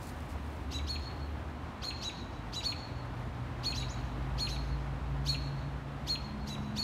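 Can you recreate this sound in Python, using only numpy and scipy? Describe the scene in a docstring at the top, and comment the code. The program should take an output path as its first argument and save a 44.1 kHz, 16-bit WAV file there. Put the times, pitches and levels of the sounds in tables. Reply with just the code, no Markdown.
"""Garden birds and a hawk leaving

Beside a garden, small birds chirp, mostly in pairs, while a hawk flaps away from the microphone.
Each chirp has two voices, one from each side of the syrinx: they sweep up, hold, and the lower one
flicks down. Walls and trees throw the chirps back. In the distance, traffic hums behind the trees
and a heavy engine slowly picks up speed."""
import sys
import numpy as np
from scipy import signal
from scipy.fft import rfft, irfft
from scipy.io import wavfile

SR = 44100
rng = np.random.default_rng(int(sys.argv[2]) if len(sys.argv) > 2 else 0)


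def transcribe(signal):
    """Save signal, clipped to [-1, 1], as a 16-bit WAV file at the path in sys.argv[1]."""
    frames = np.atleast_2d(signal).T
    limited = np.clip(frames, -1, 1)
    pcm = np.round(limited * 32767).astype(np.int16)
    wavfile.write(sys.argv[1], SR, pcm)


N = 301203
T = np.arange(N) / SR


def birds():
    """A clear high chirp and a lower, hoarser one repeat, each with its own echoes off the garden."""
    # both kinds of chirp: t/s, hold/s, lower voice f/Hz, upper voice f/Hz, note level/dB,
    # then relative to the note: upper voice/dB, sum tone/dB, rasp/dB
    clear_chirps = [(0.893, 0.061, 4335, 6820, -38.5, -17.5, -24, -24),
                    (1.845, 0.059, 4274, 6770, -38.5, -15.5, -27, -31),
                    (2.653, 0.067, 4367, 6830, -35, -17, -30, -34),
                    (3.658, 0.064, 4330, 6800, -35, -17, -29, -22),
                    (4.405, 0.063, 4318, 6750, -33.5, -18.5, -25, -23),
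                    (5.285, 0.059, 4317, 6790, -34, -17, -26, -29),
                    (6.095, 0.057, 4294, 6790, -33, -18.5, -28, -17.5),
                    (6.786, 0.077, 4390, 6940, -34, -18.5, -27, -19)]
    hoarse_chirps = [(0.739, 0.047, 3930, 6700, -42, -16, -26, -15.5),
                     (2.046, 0.047, 3930, 6680, -40.5, -13, -26.5, -19),
                     (2.557, 0.047, 3950, 6790, -40.5, -14, -24, -16),
                     (3.772, 0.051, 3955, 6740, -42, -13, -21.5, -17),
                     (4.508, 0.052, 3976, 6600, -48.5, -8.5, -15, -7.4),
                     (5.283, 0.046, 3950, 6580, -45.5, -20.5, -21, -7.5),
                     (6.497, 0.053, 3955, 6651, -45, -15, -22, -11)]
    out = np.zeros(N)
    loudest_db = max(row[4] for row in clear_chirps)
    for row in clear_chirps:
        start, call = chirp(
            row, lock_s=0.0033, lock_width_s=0.0026, ease_s=0.05, ease_db=-15.5,
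            rise_db=12, flick_db=13, lead_db=7, upper_fade_db_per_s=69,
            jitter=0.0062, onset_jitter=0.031, sag=1, rasp_lead_s=0.019, rasp_decay_s=0.032,
            difference_db=-23, octave_db=-25, upper_octave_db=-14, fan_db=-4)
        # the weaker a chirp arrives, the more its far echoes are lifted, so they stay strong
        away_db = loudest_db - row[4]
        echoed = garden(call, echo_db=-0.6, air_hz=7040, far_db=1.74 * away_db, wall_db=-26)
        add(out, start, amp(-1.46) * echoed)
    for row in hoarse_chirps:
        start, call = chirp(
            row, lock_s=0.0056, lock_width_s=0.0024, ease_s=0.033, ease_db=-7.5,
            rise_db=6.5, flick_db=8.5, lead_db=10.5, upper_fade_db_per_s=73,
            jitter=0.0084, onset_jitter=0.014, sag=0.897, rasp_lead_s=0.025, rasp_decay_s=0.056,
            difference_db=-17, octave_db=-24, upper_octave_db=-28, fan_db=2.5)
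        echoed = garden(call, echo_db=1, air_hz=14000, far_db=3.5, wall_db=-24.5)
        add(out, start, amp(-0.24) * echoed)
    return out


def chirp(row, *, lock_s, lock_width_s, ease_s, ease_db, rise_db, flick_db, lead_db,
          upper_fade_db_per_s, jitter, onset_jitter, sag, rasp_lead_s, rasp_decay_s,
          difference_db, octave_db, upper_octave_db, fan_db):
    """The syrinx's two voices modulate each other over a rasp of air; returns start time and sound."""
    # overtones on the rise: multiple of the lower voice, relative level/dB
    fan_partials = [(1.5, -3), (2, 0), (2.5, -9), (3, -15), (3.5, -22), (4, -22)]
    # spectrum of the rushing air: f/Hz, relative level/dB
    rasp_spectrum = [(1500, -58), (2600, -2.5), (4500, -1.5), (6500, 3.5), (7200, -5.5), (10000, -13.5),
                     (12500, -7), (15500, -31)]
    at, hold, low_hz, high_hz, note_db, upper_db, sum_db, rasp_db = row
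    t = np.arange(-2200, 4400) / SR  # zero where the rise meets the held note
    after_hold = np.maximum(t - hold, 0)
    held = np.clip(1 - after_hold / 0.0035, 0, 1)
    # both voices sweep up and sag; the closing flick drops the lower one by 40 %
    sagging = sag * (np.maximum(t, 0) - 0.021)
    low_glide = sweep(t, oct_per_s=37) * 2 ** (-1.584 * sagging)
    high_glide = sweep(t, oct_per_s=29) * 2 ** (-0.34 * sagging)
    drop = 1 - 0.4 * (1 - np.exp(-(after_hold / 0.00405) ** 1.4))
    # the membranes are less steady when not locked on the held note
    unsteady = jitter + onset_jitter * np.clip(-t / 0.018, 0, 1) + 0.063 * (1 - held)
    low_phase = phase_of(low_hz * low_glide * drop * (1 + unsteady * wander(580, len(t))))
    high_phase = phase_of(high_hz * high_glide * (1 + unsteady * wander(610, len(t))))
    # the lower voice is weak on the rise, rings out once it locks, eases off, then swells in the flick
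    note = step(t, lock_s, lock_width_s) * amp(2 + ease_db * step(t, ease_s, 0.0086))
    rise = amp(rise_db) * bump(t, -0.0048, 0.0092)
    flick = amp(flick_db) * bump(t, hold + 0.0064, 0.0047)
    lower_voice = (note * held + amp(upper_db) * (rise + flick)) * np.sin(low_phase)
    # the upper voice leads, gains its octave near the top of the rise and fades through the hold
    contour_db = lead_db * (1 - step(t, -0.0022, 0.0067)) - upper_fade_db_per_s * np.maximum(t, 0)
    upper_level = step(t, -0.024, 0.00067) * amp(contour_db)
    octave = amp(upper_octave_db) * np.clip((high_glide - 0.7) / 0.18, 0, 1)
    upper_wave = np.sin(high_phase) + octave * np.sin(2 * high_phase)
    upper_voice = amp(upper_db) * upper_level * held * upper_wave
    # combination tones follow both voices, and swell and fade by chance
    tones = ((sum_db, low_phase + high_phase), (difference_db, high_phase - low_phase),
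             (octave_db, 2 * low_phase))
    combination = sum(amp(db + 2.3 * wander(50, len(t))) * np.sin(phase) for db, phase in tones)
    combination *= np.sqrt(note * upper_level) * held
    # alternate cycles differ at the start: a fan of whole and half overtones climbs with the pitch
    fan = sum(amp(db) * np.sin(k * low_phase) for k, db in fan_partials)
    fan *= amp(upper_db + fan_db) * bump(t, -0.021, 0.0095)
    # air rushes in with the rise and eases off through the hold
    breath = np.exp(-t / rasp_decay_s) * step(t, -rasp_lead_s, 0.0042)
    rasp = amp(rasp_db + 0.5) * breath * held * noise(rasp_spectrum, len(t))
    sound = np.sqrt(2) * (lower_voice + upper_voice + combination + fan) + rasp
    return at + t[0], amp(note_db) * sound * signal.windows.tukey(len(t), 0.08)


def chirp_echo(at_s=3.906, top_hz=6860):
    """A faint, thin echo of a hoarse chirp's rising upper voice comes back across the garden."""
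    hz = top_hz * sweep(T - at_s - 0.005, oct_per_s=20) * (1 + 0.018 * wander(700))
    echo = np.sqrt(2) * amp(-50.5) * bump(T, at_s, 0.014) * np.sin(phase_of(hz))
    return garden(echo, echo_db=1)[:N]


def garden(sound, echo_db, air_hz=9000, far_db=0, wall_db=-21, wall_s=0.14, tail_t60_s=1.0):
    """Walls and trees return clusters of echoes over a thin dying tail; long paths lose treble."""
    # echo clusters: delay/s, spread/s, relative level/dB
    clusters = [(.006, 0.0065, -4.5), (.026, 0.013, -9.5), (.062, 0.037, -14), (0.158, 0.018, -19),
                (.2, .02, -28.5), (0.31, 0.027, -25.5)]
    t = T[:SR]
    tail = amp(-60 * t / tail_t60_s) * np.clip(t / 0.058, 0, 1)
    power = (amp(-18) * unit(tail)) ** 2
    for delay, spread, db in clusters:
        power += (amp(db) * unit(bump(t, delay, spread) * (t > 0.002))) ** 2
    sparse = unit(rng.standard_normal(SR) * (rng.random(SR) < 1500 / SR))
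    taps = amp(echo_db) * np.sqrt(power / SR) * sparse
    f = np.fft.rfftfreq(SR, 1 / SR)
    dull = irfft(rfft(taps) / (1 + (f / air_hz) ** 4), SR)
    far = np.clip(t / 0.21, 0, 1)
    taps = (1 - far) * taps + far * amp(far_db) * dull
    taps[0] = 1  # the direct path to the microphone
    taps[round(wall_s * SR)] += amp(wall_db + far_db)  # one clean slap off the far wall
    return signal.fftconvolve(sound, taps)


def wings():
    """The hawk's feathers brush the air in soft, grainy swishes; a few light ticks sound close by."""
    # swishes: t/s, width/s, level/dB
    wingbeats = [(.04, 0.03, -59), (.1, 0.018, -61.5), (.2, 0.1, -67.5), (.312, .018, -64.5),
                 (.52, 0.1, -68.5), (3.21, 0.037, -73)]
    # ticks near the microphone: t/s, level/dB
    ticks = [(.069, -49), (.205, -53), (.305, -55), (.996, -57), (1.035, -63)]
    # spectrum of swishes and ticks: f/Hz, relative level/dB
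    feather_spectrum = [(800, -23), (2000, -14), (4000, 4), (9000, 1.5), (15000, -5.5)]
    level = swells(wingbeats) * amp(2.3 * wander(200))
    for at, db in ticks:
        add(level, at, amp(db) * np.exp(-T[:1000] / 0.0017))
    return level * noise(feather_spectrum)


def engine(idle_hz=115.3, creep_hz_per_s=2.1, step_hz=12):
    """A distant heavy engine: its firing rate creeps up, with one quicker step as it pulls away."""
    # drone at the firing rate: t/s, level/dB
    drone_levels = [(0, -68), (2.4, -54), (3.1, -44.5), (4.3, -42), (4.65, -44.5), (5.3, -37.5),
                    (6.3, -50.5), (6.6, -42), (6.83, -46.5)]
    # booms of the overtone at 1.5 times that rate: t/s, width/s, level/dB
    booms = [(6.34, 0.1, -46), (6.73, 0.14, -44)]
    firing_hz = idle_hz + creep_hz_per_s * T + step_hz * step(T, 4.25, 0.149)
    phase = phase_of(firing_hz * (1 + 0.0054 * wander(7.3)))
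    level = amp(follow(drone_levels))
    orders = ((1, level), (1.5, level * amp(-16) + swells(booms)), (2, level * amp(-17)))
    return np.sqrt(2) * sum(gain * amp(1.47 * wander(8.4)) * np.sin(k * phase) for k, gain in orders)


def exhausts(pass_s=4.75, pass_width_s=1.0, pass_hz=57.5, rise_hz_per_s=2.4, surge_hz=72.6):
    """One deep exhaust note rises slowly, loudest as it passes; a second surges on one pitch."""
    # surges of the second exhaust: t/s, width/s, level/dB
    surges = [(.39, 0.061, -38.5), (.79, 0.18, -41), (1.32, .07, -36)]
    passing_level = amp(-38.5) / (1 + ((T - pass_s) / pass_width_s) ** 2)
    passing = throb(pass_hz + rise_hz_per_s * (T - pass_s), passing_level)
    return np.sqrt(2) * (passing + throb(surge_hz, swells(surges)))


def throb(hz, level):
    """A low exhaust note, unsteady in pitch and strength."""
    strength = level * amp(1.7 * wander(6.5))
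    return strength * np.sin(phase_of(hz * (1 + 0.0099 * wander(13.7))))


def traffic(road_db=-49, car_s=4.06):
    """Tyre roar and rumble from a road behind the trees; one passing car lifts the roar a little."""
    # spectra of the roar and the rumble: f/Hz, relative level/dB
    tyre_spectrum = [(15, -37), (25, -50), (50, -1.5), (75, -2.5), (129, -2.5), (183, -11), (260, -7),
                     (399, -16.5), (537, -16.5), (741, -14.5), (1020, -15.5), (4260, -35), (4750, -39),
                     (15500, -59)]
    rumble_spectrum = [(20, -22), (35, -33), (48, -5), (58, -3.5), (78, 10), (100, -11), (150, -10.5),
                       (200, -20), (260, -10.5), (400, -19), (800, -54)]
    # rise and fall of the rumble: t/s, level/dB
    rumble_levels = [(0, -47), (.35, -44.5), (1.35, -42.5), (1.7, -52), (3.4, -49), (4, -45), (5.7, -52),
                     (6.83, -47)]
    roar = noise(tyre_spectrum)
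    midband = signal.sosfilt(signal.butter(4, [400, 1800], "band", fs=SR, output="sos"), roar)
    midband_db = road_db + 1.66 * bump(T, car_s, 0.59) + 0.51 * wander(14)
    roar *= amp(midband_db) / midband.std()
    return roar + noise(rumble_spectrum) * amp(follow(rumble_levels))


def amp(db):
    """Decibels as an amplitude factor."""
    return 10 ** (np.asarray(db) / 20)


def unit(x):
    """The signal scaled to rms 1."""
    return x / np.sqrt(np.mean(x ** 2) + 1e-20)


def phase_of(hz):
    """Running phase in radians of a changing frequency."""
    return 2 * np.pi * np.cumsum(hz) / SR


def follow(rows):
    """Straight lines through (t/s, value) points, over the whole scene."""
    return np.interp(T, *np.transpose(rows))


def add(mix, at, sound):
    """Mix a sound in, starting at the given second."""
    part = mix[max(round(at * SR), 0):][:len(sound)]
    part += sound[:len(part)]


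def noise(spectrum, size=N):
    """Noise of rms 1 with the given (f/Hz, level/dB) spectrum."""
    hz, db = np.transpose(spectrum)
    f = np.fft.rfftfreq(size, 1 / SR)
    gain = amp(np.interp(np.log(f + 1), np.log(hz), db))
    return unit(irfft(rfft(rng.standard_normal(size)) * gain, size))


def wander(rate_hz, size=N):
    """Smooth random drift of rms 1, moving up to about the given rate."""
    f = np.fft.rfftfreq(size, 1 / SR)
    gain = np.exp(-(f / rate_hz) ** 2) * (f > 0)
    return unit(irfft(rfft(rng.standard_normal(size)) * gain, size))


def bump(t, at, width):
    """A smooth swell of height 1."""
    return np.exp(-((t - at) / width) ** 2 / 2)


def swells(rows):
    """The envelope of a few smooth swells, each (t/s, width/s, level/dB)."""
    return sum(amp(db) * bump(T, at, width) for at, width, db in rows)


def step(t, at, width):
    """A smooth rise from 0 to 1."""
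    return (1 + np.tanh((t - at) / width / 2)) / 2


def sweep(t, oct_per_s, knee_s=0.00233):
    """Pitch factor that climbs steadily and levels off at 1 as t passes 0."""
    return 2 ** (-oct_per_s * knee_s * np.logaddexp(0, -t / knee_s))


def scene():
    """The garden and the distant road at one microphone."""
    return (birds() + chirp_echo() + traffic() + engine() + exhausts() + wings())[None]


def record(dry, edge_hz=15720):
    """The recorder's band limit cuts the highest treble."""
    lowpass = signal.firwin(511, edge_hz, window=("kaiser", 9), fs=SR)
    return signal.oaconvolve(dry, lowpass[None], "same")


dry = scene()
out = record(dry)
transcribe(out)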